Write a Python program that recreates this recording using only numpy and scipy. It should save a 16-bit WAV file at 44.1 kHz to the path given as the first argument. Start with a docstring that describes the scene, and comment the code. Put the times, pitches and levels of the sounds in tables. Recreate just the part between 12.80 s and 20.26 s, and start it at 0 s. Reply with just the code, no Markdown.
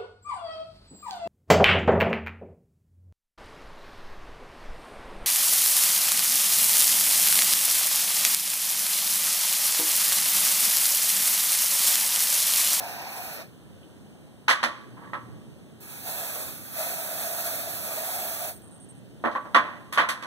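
"""An aerosol can, close to two spaced microphone ports, sprays small steel parts in a hard room.
The nozzle hisses, the jet rushes over the part, and the hollow between hand and part resonates:
three shaped noises that follow the aim. The nozzle spurts, and once let go the valve spits.
After each burst, parts clatter on a board on the concrete floor, as blows into ringing modes; one drags.
A small tick, a low drone, room rumble and faint bands of steady hiss lie around the spraying."""
import sys
import numpy as np
from scipy import signal
from scipy.fft import rfft, irfft, next_fast_len
from scipy.io import wavfile
from scipy.ndimage import uniform_filter1d, map_coordinates

SR = 44100
rng = np.random.default_rng(int(sys.argv[2]) if len(sys.argv) > 2 else 0)


def digitize_waveform(pressure):
    """Quantize a signal to 16-bit integers and store it at the path in sys.argv[1].

    Rows of a 2-D input are taken as channels; values are limited to [-1, 1].
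    """
    field = np.atleast_2d(pressure).T
    bounded = np.clip(field, -1, 1)
    quanta = np.round(bounded * 32767).astype(np.int16)
    wavfile.write(sys.argv[1], SR, quanta)


N = 328986

# the hollow between hand and part, sharpest when the part is low over the board:
# (time [s], resonance [Hz], sharpness [Q])
HOLLOW_TRACK = [(0, 710, 8.2), (.37, 760, 7), (.62, 625, 7.5), (3.33, 710, 6.2), (3.45, 670, 3.7),
                (3.58, 624, 3.9), (3.75, 610, 2.8), (4.03, 674, 7.1), (4.6, 668, 11.7), (5.18, 643, 10.4),
                (5.34, 724, 7.5), (5.56, 650, 11), (5.68, 674, 7.5)]
SPRAY_PATCHY_DB = 1.3  # depth of the drifting patches in jet and rush


def amp(db):
    """Decibels to gain."""
    return 10 ** (np.asarray(db) / 20)


def unit(x):
    """Scale to rms 1."""
    return x / np.sqrt(np.mean(x ** 2) + 1e-20)


def along(points, hz):
    """(frequency [Hz], value) points read on a log frequency axis."""
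    f, v = np.transpose(points)
    return np.interp(np.log(hz + 1), np.log(f + 1), v)


def wobble(rate):
    """A smooth random curve, rate knots a second."""
    knots = rng.standard_normal(int(N * rate / SR) + 4)
    return map_coordinates(knots, [np.arange(N) * rate / SR])


def held(start, end, attack_s, t60):
    """A gain that rises from start, holds, and dies away after end."""
    t = np.arange(N) / SR
    return np.clip((t - start) / attack_s, 0, 1) * amp(-60 * np.maximum(t - end, 0) / t60)


def curve(rows):
    """(time [s], level [dB]) rows as one value per sample, 0 dB after the last."""
    return np.interp(np.arange(N) / SR, *np.transpose(rows), right=0)


def panned(pair, pan_db):
    """Make the left louder than the right by pan_db."""
    return pair * amp([[pan_db / 2], [-pan_db / 2]])


def filtered(x, response):
    """x times a response of frequency."""
    m = next_fast_len(x.shape[-1] + SR // 2)
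    return irfft(rfft(x, m) * response(np.fft.rfftfreq(m, 1 / SR)), m)[..., :x.shape[-1]]


def noise_band(centre_hz, half_width_hz):
    """Two noises, together of rms 1, around one frequency, at half gain half_width_hz away from it."""
    noise = rng.standard_normal((2, N))
    return unit(filtered(noise, lambda hz: 1 / (1 + ((hz - centre_hz) / half_width_hz) ** 2)))


def causal(gain):
    """The minimum-phase response of a gain: it rings only after the blow."""
    cepstrum = irfft(np.log(np.maximum(gain, 1e-6)))
    half = len(cepstrum) // 2
    cepstrum[1:half] *= 2
    cepstrum[half + 1:] = 0
    return np.exp(rfft(cepstrum))


def turbulence(gain, patchy_db, size=1024):
    """Two noises, together of rms 1, coloured by gain(hz, s), with drifting patches of strength."""
    hz, s, z = signal.stft(rng.standard_normal((2, N)), SR, nperseg=size)
    field = uniform_filter1d(rng.standard_normal(z.shape[1:]), size=5, axis=0)
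    field = uniform_filter1d(field, size=14, axis=1)
    coloured = z * gain(hz[:, None], s) * amp(patchy_db * unit(field))
    return unit(signal.istft(coloured, nperseg=size)[1][:, :N])


def ports(pair, focus):
    """Two spaced microphone ports share the first signal; the second, stronger at low focus, parts them."""
    # how closely left and right match at each frequency: (frequency [Hz], likeness [0-1])
    likeness = [(40, .8), (150, .3), (500, .75), (1150, .97), (1650, .6), (2050, .9), (2280, .999),
                (2850, .999), (3150, .5), (3650, .99), (4250, .5), (4680, .997), (5150, .997), (5600, .45),
                (6250, .85), (6900, .5), (7450, .98), (7950, .5), (8500, .88), (9300, .55), (15000, .65)]
    # how far the left leads: (frequency [Hz], lead [cycles])
    left_lead = [(50, -.5), (450, -.1), (1350, 0), (1750, .25), (2150, .49), (2850, .51), (3500, .98),
                 (3900, 1.02), (4700, 1.48), (5150, 1.52), (6250, 2), (8500, 3), (9700, 3.38),
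                 (10600, 3.55), (11800, 4), (15400, 5.5)]
    # left over right: (frequency [Hz], level [dB])
    left_over_right = [(200, -1), (600, 1), (1150, -0.5), (1650, -6.5), (2250, 0), (5200, 0), (5900, -1.5),
                       (8300, -0.5), (9700, -5.5), (15000, -4.5)]

    def split(hz):
        turn = np.arccos(np.clip(focus * along(likeness, hz), 0, 1)) / 2
        return np.array([np.cos(turn), np.sin(turn)])

    sign = np.array([[1], [-1]])  # left, right

    def spacing(hz):
        lead = np.exp(1j * np.pi * sign * np.interp(hz, *np.transpose(left_lead)))
        return lead * amp(sign * along(left_over_right, hz) / 2)

    shared, apart = filtered(pair, split)
    return filtered(shared + sign * apart, spacing)


def room(direct, hold_s, early_t60, late_t60, late_db, size=1):
    """A fresh pair of responses, for the shared and the parting signal: near reflections, duller far walls."""
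    reflections_per_s, wall_hz = 4000, 4500
    t = np.arange(SR * 3 // 4) / SR
    # the near reflections keep full strength for hold_s, then fade
    fade = amp(-60 * np.maximum(t - hold_s, 0) / early_t60)
    arrives = rng.random((2, len(t))) < reflections_per_s / SR
    early = rng.standard_normal((2, len(t))) * arrives * fade
    late = filtered(rng.standard_normal((2, len(t))), lambda hz: 1 / np.hypot(1, hz / wall_hz))
    late = late * amp(late_db - 60 * t / late_t60)
    response = early / np.linalg.norm(early, axis=1, keepdims=True) + late / np.linalg.norm(fade)
    # the direct sound, softened over size samples, goes to the shared signal alone
    pulse = np.hanning(size + 2)[1:-1]
    response[0, :size] += direct * pulse / pulse.sum()
    return response


def in_room(hits, **settings):
    """Hits heard directly and by way of the room."""
    return signal.fftconvolve(hits[None], room(**settings), axes=1)[:, :N]


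def hollow_bell(hz, s, ratio, q):
    """A resonance peak at ratio times the hollow's pitch, which shifts with the hand."""
    hollow_s, hollow_hz, _ = np.transpose(HOLLOW_TRACK)
    centre_hz = np.interp(s, hollow_s, ratio * hollow_hz)
    return 1 / (1 + (q * (hz / centre_hz - centre_hz / (hz + 1))) ** 2)


def reflected(x):
    """x and its reflection off the board: a comb that shifts as the can moves."""
    # lag of the reflection: (time [s], lag [ms])
    board_lag = [(0, 1.17), (.2, 1.22), (.6, 1.19), (3.0, 1.55), (3.6, 1.5), (4.0, 1.15), (4.3, 1.2),
                 (4.7, 1.21), (4.98, 1.27), (5.25, 1.12), (5.7, 1.16)]
    echo_db = -18
    t = np.arange(N) / SR
    lag_s = np.interp(t, *np.transpose(board_lag)) / 1000
    return x + amp(echo_db) * np.array([map_coordinates(c, [(t - lag_s) * SR]) for c in x])


def jet():
    """The nozzle's turbulent hiss, combed by its reflection off the board."""
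    # colour of the hiss: (frequency [Hz], level per Hz [dB])
    jet_colour = [(300, -44), (2000, -33), (4000, -15), (6500, -6.5), (7500, -4.5), (9300, -4.5),
                  (10000, 0), (11200, 0.5), (12300, -3.5), (13200, 3.5), (14300, -1.5), (15600, -0.5)]
    # extra hiss while the round pin is sprayed: (time [s], level [dB])
    pin_treble = [(0, 0), (.12, 1.5), (.23, -4.5), (.34, 4.5), (.46, 6.5), (.56, 4), (.62, -4), (.8, 14)]
    hiss = turbulence(lambda hz, s: amp(along(jet_colour, hz)), patchy_db=SPRAY_PATCHY_DB)
    return amp(curve(pin_treble)) * reflected(hiss)


def rush(part_colour):
    """The jet breaks into noise on the part, whose reflection weakens a band above the hollow's pitch."""
    def colour(hz, s):
        return amp(along(part_colour, hz)) * amp(-7 * hollow_bell(hz, s, ratio=1.58, q=8.5))
    return turbulence(colour, patchy_db=SPRAY_PATCHY_DB)


def hollow():
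    """The jet blows the air between hand and part into an unsteady resonance."""
    hollow_s, _, hollow_q = np.transpose(HOLLOW_TRACK)

    def resonance(hz, s):
        q = np.interp(s, hollow_s, hollow_q)
        # a blunter hollow spreads its power over a wider band
        return np.sqrt(q) * hollow_bell(hz, s, ratio=1, q=q) ** 0.59

    return amp(1.3 * wobble(14)) * turbulence(resonance, patchy_db=1.0, size=2048)


def spray():
    """The valve gates hiss, rush and hollow together, and the aim sets how strongly each sounds."""
    # presses of the nozzle: (start [s], end [s], jet level [dB], rush level [dB], hollow level [dB],
    # jet left over right [dB], focus of rush and hollow [0-1])
    bursts = [(-0.02, 0.619, -43, -39.5, -42, 1.5, 0.95), (3.002, 5.694, -31, -38, -39.5, 0.5, 1)]
    # rush on the round pin, then on the flat block, each: (frequency [Hz], level per Hz [dB])
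    part_colours = [
        [(40, -40), (200, -24), (450, -7), (950, -1), (1400, -4), (1800, -3), (2050, -6), (2400, 3), (2700, -1),
         (3080, -16), (4000, -8), (5700, -10), (7400, -22), (15000, -26)],
        [(40, -40), (200, -18), (450, -7), (850, -3), (1150, 0), (1950, -2.5), (2300, 2), (2680, 2.5),
         (2950, -11), (3400, -5), (4400, -4.5), (5800, -8.5), (7500, -14), (15000, -22)],
    ]
    # how fully the jet meets the part; it slips past the edge twice: (time [s], level [dB])
    aim = [(0, 1), (.6, -1), (3.01, -16), (3.13, -9), (3.23, -9.5), (3.275, -1), (3.6, -1.5), (3.81, -11),
           (3.91, -9.5), (3.99, 0.8), (4.1, 0.5), (4.17, -1), (4.35, -1), (4.42, 0.5), (4.52, -.5),
           (4.68, 1.5), (4.88, -2.5), (5.33, 1), (5.48, -.5), (5.7, -1)]
    hollow_follows = 1.8  # dB of hollow for each dB of aim
    open_s, shut_t60 = 0.008, 0.16  # the valve snaps open and shuts a little slower
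    hang_db, hang_t60 = -7, 0.3  # the room holds the spray for a moment
    aim_db = curve(aim)
    out = np.zeros((2, N))
    for (start, end, jet_db, rush_db, hollow_db, jet_pan_db, focus), colour in zip(bursts, part_colours):
        hang = amp(hang_db) * held(start, end, open_s, hang_t60)
        valve = np.maximum(held(start, end, open_s, shut_t60), hang)
        hiss = amp(jet_db + aim_db) * jet()
        on_part = amp(rush_db + aim_db) * rush(colour)
        in_hand = amp(hollow_db + hollow_follows * aim_db) * hollow()
        out += valve * (panned(ports(hiss, focus=1), jet_pan_db) + ports(on_part + in_hand, focus))
    # paint and gas leave the nozzle unevenly
    return out * amp(0.54 * wobble(40) + 0.16 * wobble(360))


def background():
    """Low room rumble, a drone that comes and goes, and two faint steady bands of high hiss."""
    # colour of the rumble: (frequency [Hz], level per Hz [dB])
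    rumble_colour = [(25, -36), (55, -27), (78, 0), (130, -1), (230, -0.5), (400, -9), (700, -14.5),
                     (1200, -23.5), (2000, -24.5), (2450, -27.5), (2900, -22.5), (3500, -28.5), (6000, -34),
                     (15500, -39.5)]
    # swells of the drone: (start [s], end [s], level [dB])
    drone_swells = [(1.97, 2.674, -50.5), (5.95, 6.403, -54.5)]
    # steady hiss: (frequency [Hz], half-width [Hz], level [dB])
    hiss_bands = [(8710, 380, -72.5), (9700, 330, -78.5)]
    rumble = turbulence(lambda hz, s: amp(along(rumble_colour, hz)), patchy_db=1.03)
    rumble = rumble * amp(-48.0 + 0.6 * wobble(2.255))  # a slow drift in level
    swells = sum(amp(db) * held(start, end, attack_s=0.096, t60=0.83) for start, end, db in drone_swells)
    drone = swells * (noise_band(121.0, 6.1) + amp(0.5) * noise_band(212, 130))
    hiss = sum(amp(db) * noise_band(hz, half_width_hz) for hz, half_width_hz, db in hiss_bands)
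    return rumble + drone + hiss


def spurts():
    """Short puffs of coloured noise from the nozzle."""
    # on a clot of paint, and as the nozzle opens: (time [s], level [dB])
    puff_times = [(.218, -39), (3.002, -48)]
    # colour of a puff: (frequency [Hz], level per Hz [dB])
    puff_colour = [(200, -25), (750, 1), (1500, -9), (3000, -5), (7000, -15), (13000, -1)]
    puffs = sum(amp(db) * held(s, s + 0.0029, attack_s=0.0013, t60=0.035) for s, db in puff_times)
    noise = rng.standard_normal((2, N))
    return puffs * unit(filtered(noise, lambda hz: amp(along(puff_colour, hz))))


def tick():
    """One short metallic ring of narrow noise while the can is turned."""
    # (time [s], level [dB], pitch [Hz], t60 [s])
    can_tick = (1.03, -53.5, 2900, .12)
    s, db, pitch_hz, t60 = can_tick
    return amp(db) * held(s, s, attack_s=0.0017, t60=t60) * noise_band(pitch_hz, 300)


def board(hz, bright_hz, thud_db):
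    """A soft contact loses its treble; a flat, heavy one pushes the low end; each blow finds the modes anew."""
    # colour of a blow as it reaches the ports: the board's own colour, with a lift near 8.8 kHz from the ports:
    # (frequency [Hz], level per Hz [dB])
    board_colour = [(60, -27.5), (160, -32), (230, -14.5), (330, -14), (410, -19), (500, -10), (660, -9),
                    (780, -10), (1020, 0.5), (1400, -6), (1900, -3.5), (2300, -7), (2800, -10),
                    (3300, -9.5), (5000, -15.5), (6300, -16.5), (7500, -19.5), (8800, -15), (10500, -16.5),
                    (15500, -23)]
    # resonances of board and parts: (frequency [Hz], width [Hz], lift before scatter [dB])
    modes = [(238, 25, 7), (328, 25, 6), (525, 20, 5), (598, 14, 10), (695, 14, 8), (840, 14, 7),
             (1047, 14, 7), (1143, 22, 11), (1222, 20, 4), (1313, 16, 9), (1403, 16, 6), (1470, 16, 6),
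             (1514, 16, 6), (1626, 22, 8), (1812, 20, 6), (1942, 40, 7), (3080, 50, 4), (3371, 16, 7),
             (4340, 18, 7)]
    scatter_db, thud_hz = 1.8, 780
    ring = 1
    for f, width, db in modes:
        lift = amp(db + scatter_db * rng.standard_normal()) - 1
        ring = ring + lift / (1 + (2 * (hz - f) / width) ** 2)
    # the steel edge always adds a little click, stronger for a brighter contact
    edge = amp(-23.5) * bright_hz / 3000
    contact = np.hypot(1 / np.sqrt(1 + (hz / bright_hz) ** 4.6), edge)
    thud = thud_db / (1 + (hz / thud_hz) ** 4)
    return causal(amp(along(board_colour, hz) + thud) * ring * contact)


def knocks():
    """Steel parts land on the board and rock from edge to edge, each further contact weaker."""
    # parts set down: (time [s], relative level [dB], contact brightness [Hz], thud [dB], rebound [0-1])
    landings = [(1.681, -14.5, 4300, -11, 0), (1.693, -16.5, 6460, -9, 0), (1.704, -17.5, 5500, -9, 0.15),
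                (1.830, -19, 5530, -0.5, 0.38), (2.170, -46, 1660, 3.5, 0.2), (2.236, -48, 2200, 0, 0.3),
                (2.333, -26.5, 1870, 0.5, 0), (6.439, -25.5, 1460, 12.5, 0.2), (6.450, -22, 1800, 7, 0.47),
                (6.513, -43, 4860, 4, 0.5), (6.551, -22.5, 1520, 0.5, 0.05), (6.652, -38, 1400, 6, 0.3),
                (6.746, -12, 2850, 3, 0.47), (7.125, -30.5, 12700, -13, 0.57),
                (7.162, -30.5, 1700, -6, 0.9), (7.175, -15.5, 3030, -3, 0.63),
                (7.202, -21.5, 2550, 0.5, 0.58), (7.288, -23.5, 9800, -3, 0.4), (7.425, -35, 6500, 3, 0.26),
                (7.445, -38.5, 1710, 9.5, 0.6)]
    # decay of near reflections and far walls: (early t60 [s], late t60 [s])
    room_t60 = (.145, .62)
    rock_s = 0.014  # time from edge to edge
    out = np.zeros((2, N + SR))
    for s, db, bright_hz, thud_db, rebound in landings:
        for k in range(3):
            # the treble comes mostly by way of the room: the direct sound is weak and soft
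            echo = room(0.31, 0.01, *room_t60, late_db=-12.0, size=13)
            blow = filtered(echo, lambda hz: board(hz, bright_hz, thud_db))
            at = round((s + k * rock_s) * SR)
            out[:, at:][:, :blow.shape[1]] += amp(db + 41.0) * np.clip(rebound, 0, 1) ** k * blow
    return out[:, :N]


def drag():
    """The block catches and slips over the board, ringing its modes, growing brighter along the stroke."""
    # the stroke before the block is lifted: (start [s], end [s], level [dB])
    stroke = (2.18, 2.275, -46.5)
    slips_per_s, rough_db = 420, 3
    start, end, db = stroke
    slips = (rng.random(N) < slips_per_s / SR) * amp(rough_db * wobble(60))
    wet = in_room(slips, direct=0.8, hold_s=0, early_t60=0.047, late_t60=0.4, late_db=-17)
    dull = unit(filtered(wet, lambda hz: board(hz, bright_hz=1050, thud_db=5)))
    bright = unit(filtered(wet, lambda hz: board(hz, bright_hz=1800, thud_db=5)))
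    progress = np.clip((np.arange(N) / SR - start) / (end - start), 0, 1)
    rub = (1 - progress) * dull + progress * bright
    return amp(db) * held(start, end, attack_s=0.048, t60=0.72) * rub


def sputter():
    """The nearly closed valve spits tiny high rings in quick runs; the fastest merges into a squeak."""
    # runs: (start [s], end [s], relative level [dB], rate [spits/s], unevenness [fraction of a gap])
    runs = [(5.712, 5.777, -53, 174, 0.07), (5.82, 5.85, -55, 230, 0.12), (5.855, 5.892, -56, 160, .12),
            (5.911, 5.98, -56, 160, .1), (6.001, 6.05, -54, 250, .05), (6.088, 6.113, -53, 653, 0),
            (6.154, 6.19, -62, 140, 0.26)]
    # ring of one spit: (frequency [Hz], level [dB])
    spit_ring = [(3000, -58), (7600, -31), (8150, -15), (8450, -3), (8750, 0.5), (9000, -9), (9600, -11),
                 (10150, -21), (15500, -55)]
    scatter_db = 1.8
    spits = np.zeros(N)
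    for start, end, db, rate, uneven in runs:
        times = np.arange(start, end, 1 / rate)
        chance = rng.standard_normal((len(times), 2))
        at = ((times + uneven * chance[:, 0] / rate) * SR).astype(int)
        # a quicker run has weaker spits, for the same power
        spits[at] += amp(db + scatter_db * chance[:, 1]) * np.sqrt(SR / rate)
    wet = in_room(spits, direct=1.95, hold_s=0, early_t60=0.1, late_t60=0.4, late_db=-27)
    return amp(11.5) * filtered(wet, lambda hz: causal(amp(along(spit_ring, hz))))


def scene():
    """The can is close to the ports; the parts lie slightly right and, like the background, less focused."""
    can = spray() + ports(spurts(), focus=1) + ports(sputter(), focus=0.58)
    parts = panned(ports(knocks() + drag(), focus=0.83), pan_db=-0.5)
    return can + parts + ports(background() + tick(), focus=0.93)


def record(dry):
    """The recorder behind the ports cuts the deepest bass and keeps nothing above its band limit."""
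    low_cut_hz, top_hz = 66, 15780

    def band_limits(hz):
        top = 1 / (1 + (hz / top_hz) ** 300)
        return top * hz / np.hypot(hz, low_cut_hz)

    return filtered(dry, band_limits)


dry = scene()
out = record(dry)
digitize_waveform(out)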